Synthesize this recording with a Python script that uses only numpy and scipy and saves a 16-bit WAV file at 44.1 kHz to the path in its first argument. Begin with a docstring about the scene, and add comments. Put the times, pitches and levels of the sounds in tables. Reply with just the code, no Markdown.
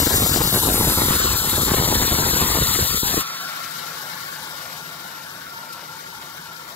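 """First comes the hiss and screech of a big band saw finishing a cut through a log, close to a phone.
Patchy noise, shaped by resonances, makes the teeth and the log's drone; noise pushes and rolls are the air
and chips buffeting the microphone. The blade then leaves the wood and runs free over its wheels, as whirring
noise with thin whines, while the phone draws back. A brief bright scrape comes late.
The bass is mono; the right channel's treble drops out band by band."""
import sys
import numpy as np
from scipy import signal
from scipy.fft import rfft, irfft, next_fast_len
from scipy.io import wavfile
from scipy.ndimage import uniform_filter1d, map_coordinates

SR = 44100
rng = np.random.default_rng(int(sys.argv[2]) if len(sys.argv) > 2 else 0)


def output_pcm(signal):
    """Save a mono or channel-first signal as 16-bit PCM at the path in sys.argv[1].

    Samples are clipped to [-1, 1] before scaling.
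    """
    pcm = np.clip(np.atleast_2d(signal).T, -1, 1) * 32767
    wavfile.write(sys.argv[1], SR, np.round(pcm).astype(np.int16))


N = 297675

# How loud the cut is, before its swings: time_s, tooth_hiss_db, log_drone_db
CUT_LEVELS = [(0, -15.5, -30.5), (.7, -17, -32), (1.15, -18, -25), (1.4, -18.5, -30.5), (1.7, -18, -28),
              (2.45, -18, -26), (2.7, -17.5, -26.5), (3.2, -19.5, -29.5)]
# How hard the air hits the microphone: time_s, strength_db
BUFFET_LEVELS = [(0, -23.5), (.9, -23), (1.1, -24), (1.3, -27.5), (1.43, -30.5), (1.5, -27), (1.75, -23.5),
                 (2.6, -25.5), (2.75, -29), (3.0, -30.5), (3.19, -28), (3.22, -42)]
# Broad colour of the teeth in wood: pitch_hz, level_db (per Hz)
TEETH_COLOUR = [(350, -11), (600, -4), (1000, -2.5), (1500, -5), (2400, -10), (3200, -3.5), (5000, -6),
                (6200, -8), (9500, -9), (11500, -3), (15000, -7.5)]
# Broad colour of the free blade: pitch_hz, level_db (per Hz)
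WHIRR_COLOUR = [(30, -27), (60, -15), (110, -9.5), (250, -8), (400, -6), (600, -4.5), (1250, 0), (1900, -6),
                (2700, -6), (4500, -0.6), (5500, -6), (6400, -7), (9000, -10.5), (11500, -7), (15500, -9)]
# Broad colour of air on the microphone: pitch_hz, level_db (per Hz)
THUMP_COLOUR = [(22, -14), (35, -11), (55, -0.5), (100, -1.5), (200, -0.5), (350, -3), (550, -5), (900, -7),
                (1500, -20), (2500, -35), (5000, -48)]
# Resonances of the blade under load: pitch_hz, width_hz, lift_db
BLADE_MODES = [(3665, 80, 5.5), (3850, 520, 3.5), (4100, 87, 9), (4600, 86, 4), (6984, 244, 10),
               (7540, 580, 6), (8020, 400, 6), (13300, 1040, 8.5)]
# Resonances of the log: pitch_hz, width_hz, lift_db
LOG_MODES = [(940, 220, 4.5), (1350, 40, 0)]
# Resonances of the free blade in its guides (below 0 a dull spot): pitch_hz, width_hz, lift_db
GUIDE_MODES = [(888, 100, 2.5), (705, 50, 3), (1120, 70, 5), (1245, 90, -5), (1350, 45, 4), (1405, 50, 4),
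               (1500, 90, 8), (520, 50, 4), (620, 50, 3), (1600, 60, 4), (1685, 50, 7), (1790, 80, 4),
               (2130, 350, 3), (2620, 250, -2.5), (3120, 200, 2), (3800, 300, 4), (5500, 800, 4.5),
               (6950, 300, 2.5), (7700, 900, 2), (10650, 400, -3), (11300, 800, 1.5), (13000, 900, 4.5)]
# Resonance of the motor: pitch_hz, width_hz, lift_db
MOTOR_MODES = [(159.4, 39, 11)]
# A short scrape of wood: centre_s, level_db, half_length_s
SCUFFS = [(5.732, -29.5, 0.0068)]
# Right port against left (below 0 dB loss it is louder): pitch_hz, likeness (0 to 1), loss_db
PORT_MATCH = [(370, 0.97, 0.5), (493, 0.93, 5.5), (610, 1, 3.5), (1100, 0.93, 1.5), (1470, 0.9, 2),
              (2000, 0.82, 2.5), (2900, 0.98, 2.5), (3250, 1, -1.5), (4500, 1, -0.5), (4670, 1, -0.27),
              (6350, 1, -0.5), (6600, 0.6, 1), (9300, 0.99, 0.5)]
# Right channel, middle bands: lower_edge_hz, mean_lag_rad, wander_rad, changes_per_s
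MID_BANDS = [(432, 0.39, 0.68, 11), (545, 1.83, 1.3, 26), (792, 1.42, 1.13, 14), (1060, 0.96, 1.01, 14),
             (1288, 1.43, 0.94, 14), (1446, 2.74, 1.47, 9), (1772, 1.33, 1.2, 14), (2340, 1.98, 1.25, 14),
             (2713, 1.77, 1.47, 14)]
# The hardest pushes of air: start_s, nominal_peak_db, width_ms
HARD_PUSHES = [(0.002, -9, 0.36), (0.025, -10, 0.88), (0.0698, -4.5, 0.79), (0.0764, -7, 0.6),
               (0.114, -9, 0.36), (0.1412, -5.5, 0.6), (0.221, -8, 0.63), (0.2268, -7.5, 0.6),
               (0.2529, -14, 0.62), (0.261, -17, 0.5), (0.2944, -11, 0.7), (0.3617, -7.5, 0.61),
               (0.4066, -8, 0.53), (0.4131, -4.5, 0.42), (0.4183, -8, 0.46), (0.4369, -9.5, 0.45),
               (0.55, -10, 0.8), (0.5601, -8, 0.81), (0.5685, -9, 0.7), (0.5757, -9, 0.5),
               (0.6357, -12.5, 0.48), (0.6528, -9, 0.64), (0.6606, -9, 0.37), (0.6718, -9.0, 0.6),
               (0.681, -8, 0.4), (0.688, -6, 0.6), (0.701, -6, 0.35), (0.7224, -9, 0.54), (0.7434, -8, 0.9),
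               (0.7581, -10, 0.46), (0.7808, -8, 0.36), (0.8026, -7.5, 0.57), (0.8115, -8.5, 0.64),
               (0.8721, -9, 1.1), (0.8787, -9.5, 1.2), (0.8856, -10, 0.7), (0.9751, -9, 0.7),
               (0.9865, -12.0, 0.5), (0.9926, -10, 0.6), (1.0197, -3, 0.45), (1.0595, -13, 0.34),
               (1.085, -6, 0.7), (1.1082, -6, 0.84), (1.1595, -9, 0.4), (1.2026, -8, 0.37),
               (1.258, -8, 0.44), (1.5323, -9.5, 0.53), (1.5815, -7, 0.6), (1.6337, -8.5, 0.83),
               (1.671, -10, 0.76), (1.6833, -8, 0.43), (1.688, -10, 0.41), (1.7117, -8, 0.45),
               (1.7176, -5.5, 1.1), (1.7376, -7, 0.5), (1.7444, -5, 0.62), (1.784, -7, 0.8), (1.8, -9, 0.7),
               (1.8245, -6, 0.4), (1.8883, -8, 0.5), (1.9168, -9, 0.57), (1.926, -4.5, 0.6),
               (1.9553, -6, 0.59), (2.0039, -11.0, 0.6), (2.0161, -10, 0.4), (2.0273, -14, 0.7),
               (2.08, -14, 0.67), (2.1214, -9.5, 1.6), (2.1431, -12, 0.65), (2.1548, -14, 0.32),
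               (2.1872, -7, 0.39), (2.1973, -10.5, 0.55), (2.2682, -9, 0.46), (2.3377, -10.5, 0.36),
               (2.3626, -9, 0.5), (2.4161, -8.5, 0.47), (2.4245, -4.5, 0.61), (2.435, -12.0, 0.54),
               (2.5692, -7, 0.31), (2.5743, -9, 0.55), (2.5871, -9, 0.8), (2.6236, -11, 0.46),
               (2.7913, -7, 0.76), (2.946, -11, 0.95), (3.0328, -9, 1.2), (3.1438, -10, 0.55),
               (3.1712, -8, 0.52), (3.1776, -7, 0.67)]
# The air lets go for a moment: centre_s, depth_db, half_length_s
AIR_LULLS = [(0.051, 15, 0.0075), (0.091, 13, 0.0048), (0.282, 14, 0.0089), (0.428, 21, 0.0036),
             (0.466, 8, 0.0061), (0.506, 8, 0.019), (0.604, 9.5, 0.017), (0.733, 5, 0.0049),
             (0.957, 10, 0.014), (1.074, 6, .005), (1.184, 8, 0.0088), (1.378, 22, 0.0055),
             (1.52, 9, 0.0084), (1.647, 12, 0.012), (1.755, 16, 0.0052), (1.869, 6, 0.0065),
             (2.069, 9, 0.0091), (2.101, 11, 0.0098), (2.168, 3.5, 0.0064), (2.32, 8, 0.0059),
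             (2.396, 6, 0.0052), (2.666, 7, 0.018), (2.779, 8, 0.0054), (2.883, 17, 0.011),
             (3.012, 28, 0.02), (3.114, 3.5, 0.051), (3.158, 4, 0.0058)]
# The low rolls swell, or sink where below 0: centre_s, change_db, half_length_s
ROLL_SWELLS = [(0.226, 2, 0.03), (0.883, 3, 0.014), (0.986, 1, 0.019), (1.113, -1, 0.017),
               (1.316, 8.5, 0.035), (1.742, 2, 0.027), (1.984, 4, 0.024), (2.257, 2, 0.027),
               (2.627, 6, 0.049), (2.818, 9.5, 0.026), (3.037, -1.5, 0.022)]
# The phone draws back: time_s, change_db
PHONE_RETREAT = [(3.3, -0.5), (4.3, -1.7), (5.4, -7), (6.75, -7.5)]
# Right channel, treble bands: lower_edge_hz, loss_db, flicker_db, fade_start_s, fade_length_s, first_lag_rad
TREBLE_BANDS = [(3080, 3, 0.5, 3.42, 0.13, 2.5), (4613, 0, 0.55, 3.4, 0.2, 0),
                (6357, 11, 4, 3.53, .22, 1.5), (8150, 0, 2, 1.58, 0.57, 1.86)]
# Swells of loss, one list per treble band (below 0 the band gets louder): centre_s, extra_loss_db, half_length_s
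LOSS_SWELLS = [
    [(.1, 30, 0.032), (.27, 14, 0.032), (.39, 21, 0.033), (.66, 22, 0.036)],
    [(.2, 5.5, 0.83), (.63, 40, 0.095), (1.6, 13, 0.14)],
    [(1.42, -7, 0.025), (2.2, 16, .03), (2.72, 12, .03), (3.12, -3, 0.035)],
    [(.02, 33, 0.059), (.38, 10, 0.088), (.47, 28, 0.035), (1.36, 15.5, 0.048)],
]
# Moves of the lag, one list per treble band: from_s, to_s, move_rad
LAG_MOVES = [
    [(.75, 1.15, -1)],
    [(.45, .75, 4.2), (1.15, 1.7, np.pi - 4.2)],
    [(.3, .75, 3.3)],
    [(.45, .6, -1.7), (.9, 1.1, -1.8), (1.18, 1.22, -1.4), (1.29, 1.33, -1.4)],
]
# Small eddies bunch up: centre_s, lift_db, half_length_s
SMALL_EDDIES = [(2.574, 2, 0.0095), (2.63, 5, .01), (2.8, 9.5, 0.015), (2.915, 7, 0.0072),
                (2.946, 4, 0.0078), (3.033, 4, 0.0098), (3.138, 10.5, 0.0082), (3.177, 5.5, 0.0077)]
# Thin whine of the free blade: time_s, pitch_hz, level_db
HIGH_WHINE = [(3.2, 1355, -35.5), (3.7, 1365, -38), (4.2, 1375, -42.5), (4.6, 1410, -41.5),
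              (5.1, 1400, -44), (5.7, 1375, -39.5), (6.1, 1395, -43.5), (6.75, 1380, -47)]
# Lower thin tone of the free blade: time_s, pitch_hz, level_db
LOW_WHINE = [(3.3, 900, -50), (4.2, 862, -43.5), (4.9, 879, -52), (5.5, 909, -45), (6.2, 900, -47),
             (6.75, 885, -54)]

OUT_S, BREAK_S = 3.235, 0.023  # the blade is out of the wood; how long breaking out takes
LULL_IN_DRONE = 0.66  # share of a lull that also hushes the log
ROLL_DB, PUSH_DB = -2.5, -2.5  # slow rolls, and quick pushes between flurries
REBOUND = 4.4  # the swing back lasts this many times longer than the push
WHEEL_HZ = 13.2  # wheel turns a second
WHIRR_DB, FRAME_DB, RING_DB, MOTOR_DB = -29.5, -38, -34, -47.5  # before the retreat and swings
FRAME_FALLS, RING_FALLS, MOTOR_FALLS = 0.81, 0.77, 0.22  # share of the retreat; low sound fills the shed
RING_SETTLES_DB, RING_SETTLES_S = 3, 0.74  # the freed blade rings harder at first
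WHINE_WIDTH_HZ = 40
MONO_HZ = 330  # both ports hear the same below this
SILENT_DB = 31  # a treble band that loses this much is gone
TREBLE_END_HZ, TOP_HZ = 13000, 15740  # upper limits of the right channel and of the whole sound


def amp(db):
    """Turn decibels into gain."""
    return 10 ** (np.asarray(db) / 20)


def unit(x):
    """Scale to an rms level of 1."""
    return x / np.sqrt(np.mean(x ** 2) + 1e-20)


def along(points, hz):
    """Read each column after the pitch, on a log pitch axis."""
    f, *cols = np.transpose(points)
    return [np.interp(np.log(hz + 1), np.log(f + 1), c) for c in cols]


def curves(rows):
    """Give one value per sample for each column after the time."""
    s, *cols = np.transpose(rows)
    return [np.interp(np.arange(N) / SR, s, c) for c in cols]


def wobble(rate):
    """A smooth random curve through rate random points a second."""
    points = rng.standard_normal(int(N * rate / SR) + 4)
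    return map_coordinates(points, [np.arange(N) * rate / SR])


def bumps(rows):
    """Bell-shaped swells from rows of centre_s, height, half_length_s."""
    t = np.arange(N) / SR
    return sum(height * np.exp(-((t - s) / half) ** 2) for s, height, half in rows)


def ramp(start, length):
    """0 before start, rising to 1 over length seconds."""
    return np.clip((np.arange(N) / SR - start) / length, 0, 1)


def even(x, s):
    """Hold the level of x steady, judged over spans of about s seconds."""
    size = int(s * SR)
    power = uniform_filter1d(uniform_filter1d(x ** 2, size), size)
    return x / np.sqrt(np.abs(power) + 1e-9)


def filtered(x, response):
    """Shape x by a response that depends on frequency."""
    m = next_fast_len(N + 8192)
    return irfft(rfft(x, m) * response(np.fft.rfftfreq(m, 1 / SR)), m)[..., :N]


def causal(gain):
    """The same gain, with the phase of a sound that starts sharply and then dies away."""
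    cepstrum = irfft(np.log(gain + 1e-4))
    half = len(cepstrum) // 2
    cepstrum[1:half] *= 2
    cepstrum[half + 1:] = 0
    return np.exp(rfft(cepstrum))


def body(spectrum, modes, lo_hz, hi_hz):
    """A broad colour lifted or lowered at its resonances, between two soft edges."""
    def response(hz):
        lift_db = sum(db / (1 + (2 * (hz - c) / w) ** 2) for c, w, db in modes)
        edges = 1 / (1 + (lo_hz / (hz + 1)) ** 4) / (1 + (hz / hi_hz) ** 4)
        return amp(along(spectrum, hz)[0] + lift_db) * edges
    return response


def rush(response, patchy_db, tall=8, long=4):
    """Two unrelated coloured noises sharing patches of random gain, tall bins by long frames; rms 1."""
    z = signal.stft(rng.standard_normal((2, N)), nperseg=512)[2]
    patches = uniform_filter1d(rng.standard_normal(z.shape[1:]), size=tall, axis=0)
    patches = uniform_filter1d(patches, size=long, axis=1)
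    noise = signal.istft(z * amp(patchy_db * unit(patches)), nperseg=512)[1][:, :N]
    return unit(filtered(noise, response))


def turning(times):
    """A swell that repeats a number of times each wheel turn, slightly unsteady."""
    return np.sin(2 * np.pi * times * WHEEL_HZ * np.arange(N) / SR + 0.7 * wobble(2.4))


def in_wood():
    """1 while the teeth bite, falling fast to 0 as the blade breaks out."""
    return 1 - ramp(OUT_S - BREAK_S, BREAK_S)


def cutting():
    """Teeth scrape the wood and ring the blade; the log drones under them. The bite changes with the grain."""
    hiss_db, drone_db = curves(CUT_LEVELS)
    bite = wobble(37.9)
    hiss_db = hiss_db + 0.5 * bite + 0.58 * turning(2.3) + 0.92 * wobble(60)
    hiss = amp(hiss_db) * rush(body(TEETH_COLOUR, BLADE_MODES, 3080, 26000), patchy_db=1.6)
    drone_db = drone_db - LULL_IN_DRONE * bumps(AIR_LULLS)
    drone_db = drone_db + 1.3 * bite + 0.8 * turning(1.8) + 1.2 * wobble(90)
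    drone_noise = rush(body(TEETH_COLOUR, LOG_MODES, 940, 2530), patchy_db=3.0, tall=2, long=5)
    return in_wood() * (hiss + amp(drone_db) * drone_noise)


def buffet():
    """Small eddies hit the microphone as uneven quick pushes; big ones roll under them, both in flurries."""
    air_db = curves(BUFFET_LEVELS)[0] - bumps(AIR_LULLS)
    roll_db = air_db + ROLL_DB + bumps(ROLL_SWELLS)
    push_db = air_db + PUSH_DB + bumps(SMALL_EDDIES)

    def big_share(hz):
        return 1 / (1 + (hz / 170) ** 4)

    def thump(hz):
        return amp(along(THUMP_COLOUR, hz)[0])

    struck = rng.random((2, N)) < 340 / SR  # about 340 hits a second
    hits = struck * rng.standard_normal((2, N)) * amp(rng.exponential(size=(2, N)))
    pushes = unit(filtered(hits, lambda hz: causal(thump(hz) * (1 - big_share(hz)))))
    rolls = rush(lambda hz: thump(hz) * big_share(hz), patchy_db=1.5)
    flurry = wobble(45.05)
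    pushes = even(amp(0.75 * flurry) * pushes, 0.062)
    rolls = even(amp(2.6 * flurry) * rolls, 0.061)
    return in_wood() * (amp(push_db) * pushes + amp(roll_db) * rolls)


def whine(rows):
    """A narrow band of noise around a slowly drifting pitch."""
    hz, db = curves(rows)
    phase = 2 * np.pi * np.cumsum(hz) / SR
    noise = rng.standard_normal((2, 2, N))
    fuzz = filtered(noise, lambda f: 1 / (1 + (f / WHINE_WIDTH_HZ) ** 2))
    return amp(db) * even(np.cos(phase) * fuzz[0] + np.sin(phase) * fuzz[1], 0.067)


def running():
    """The blade whirrs and rings in its guides, swelling with the wheels, over frame drone and motor hum."""
    retreat_db = curves(PHONE_RETREAT)[0]
    turn = turning(1) + 1.2 * turning(2)

    whirr_db = WHIRR_DB + retreat_db + 0.57 * turn + 0.69 * wobble(40)
    whirr = amp(whirr_db) * rush(body(WHIRR_COLOUR, GUIDE_MODES, 2750, 36000), patchy_db=1.5)

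    # Narrow, long patches make each resonance of the ring and frame wax and wane
    ring_db = RING_DB + RING_FALLS * retreat_db + RING_SETTLES_DB * (1 - ramp(OUT_S, RING_SETTLES_S))
    ring_db = ring_db + 0.72 * turn + 0.57 * wobble(25)
    ring_noise = rush(body(WHIRR_COLOUR, GUIDE_MODES, 920, 3700), patchy_db=1.5, tall=1, long=40)
    ringing = amp(ring_db) * ring_noise + whine(HIGH_WHINE) + whine(LOW_WHINE)
    ringing = amp(-5 * in_wood()) * ringing  # the wood damps the ring

    frame_db = FRAME_DB + FRAME_FALLS * retreat_db + wobble(25)
    frame_noise = rush(body(WHIRR_COLOUR, GUIDE_MODES, 470, 1100), patchy_db=2.0, tall=1, long=40)

    motor_db = MOTOR_DB + MOTOR_FALLS * retreat_db + 0.21 * wobble(7.7)
    motor = amp(motor_db) * rush(body(WHIRR_COLOUR, MOTOR_MODES, 15, 446), patchy_db=1.0)
    return whirr + ringing + amp(frame_db) * frame_noise + motor


def slaps():
    """Each hard push is a steep jump of pressure, in or out, and a slower swing back."""
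    out = np.zeros(N + SR)
    t = np.arange(SR // 20) / SR
    for (s, db, ms), way in zip(HARD_PUSHES, rng.random(len(HARD_PUSHES))):
        u = 2.42 * t * 1000 / ms
        swing = u * (np.exp(1 - u) - np.exp(1 - u / REBOUND) / REBOUND ** 2)
        out[round(s * SR):][:len(t)] += amp(db) * np.sign(way - .5) * swing
    return out[:N]


def scuff():
    """A brief bright scrape of noise that swells and fades."""
    swell = bumps([(s, amp(db), half) for s, db, half in SCUFFS])
    return swell * rush(body(WHIRR_COLOUR, [], 2500, 30000), patchy_db=-1.0)


def scene():
    """All sounds at two ports; above the bass the right one differs in level and has an unrelated share."""
    pair = cutting() + buffet() + running() + slaps() + scuff()
    pair = pair / (1 + np.abs(pair / 0.9) ** 4) ** (1 / 4)  # the capsule rounds off the loudest pushes

    def ports(hz):
        alike, loss_db = along(PORT_MATCH, hz)
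        alike = np.where(hz < MONO_HZ, 1, np.clip(alike, 0, 1))
        return amp(-loss_db * (hz > MONO_HZ)) * np.array([alike, np.sqrt(1 - alike ** 2)])

    return np.array([pair[0], filtered(pair, ports).sum(axis=0)])


def late(x, lo, hi, lag):
    """The band lo to hi Hz of x, its phase held back by lag radians."""
    def plain_and_quarter(hz):
        return ((hz >= lo) & (hz < hi)) * np.array([[1], [-1j]])

    plain, quarter = filtered(x, plain_and_quarter)
    return np.cos(lag) * plain + np.sin(lag) * quarter


def record(dry):
    """The right channel's bands shift in phase; its treble varies in level and fades out; the top is cut."""
    edges = [row[0] for row in MID_BANDS + TREBLE_BANDS] + [TREBLE_END_HZ]
    lags = [lag + wander * wobble(rate) for _, lag, wander, rate in MID_BANDS]
    gains = [1] * len(MID_BANDS)
    for band, swells, moves in zip(TREBLE_BANDS, LOSS_SWELLS, LAG_MOVES):
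        _, loss_db, flicker_db, fade_s, lasts_s, lag = band
        lost_db = loss_db + flicker_db * np.abs(wobble(22)) + bumps(swells)
        lost_db = lost_db + SILENT_DB * ramp(fade_s, lasts_s) ** 1.07
        # The last 8 dB before silence also fade straight to nothing
        gains.append(amp(-lost_db) * np.clip((SILENT_DB - lost_db) / 8, 0, 1))
        lags.append(lag + sum(rad * ramp(a, b - a) for a, b, rad in moves))
    right = late(dry[1], 0, edges[0], 0)
    for lo, hi, lag, gain in zip(edges, edges[1:], lags, gains):
        right = right + gain * late(dry[1], lo, hi, lag)
    return filtered(np.array([dry[0], right]), lambda hz: hz < TOP_HZ)


dry = scene()
out = record(dry)
output_pcm(out)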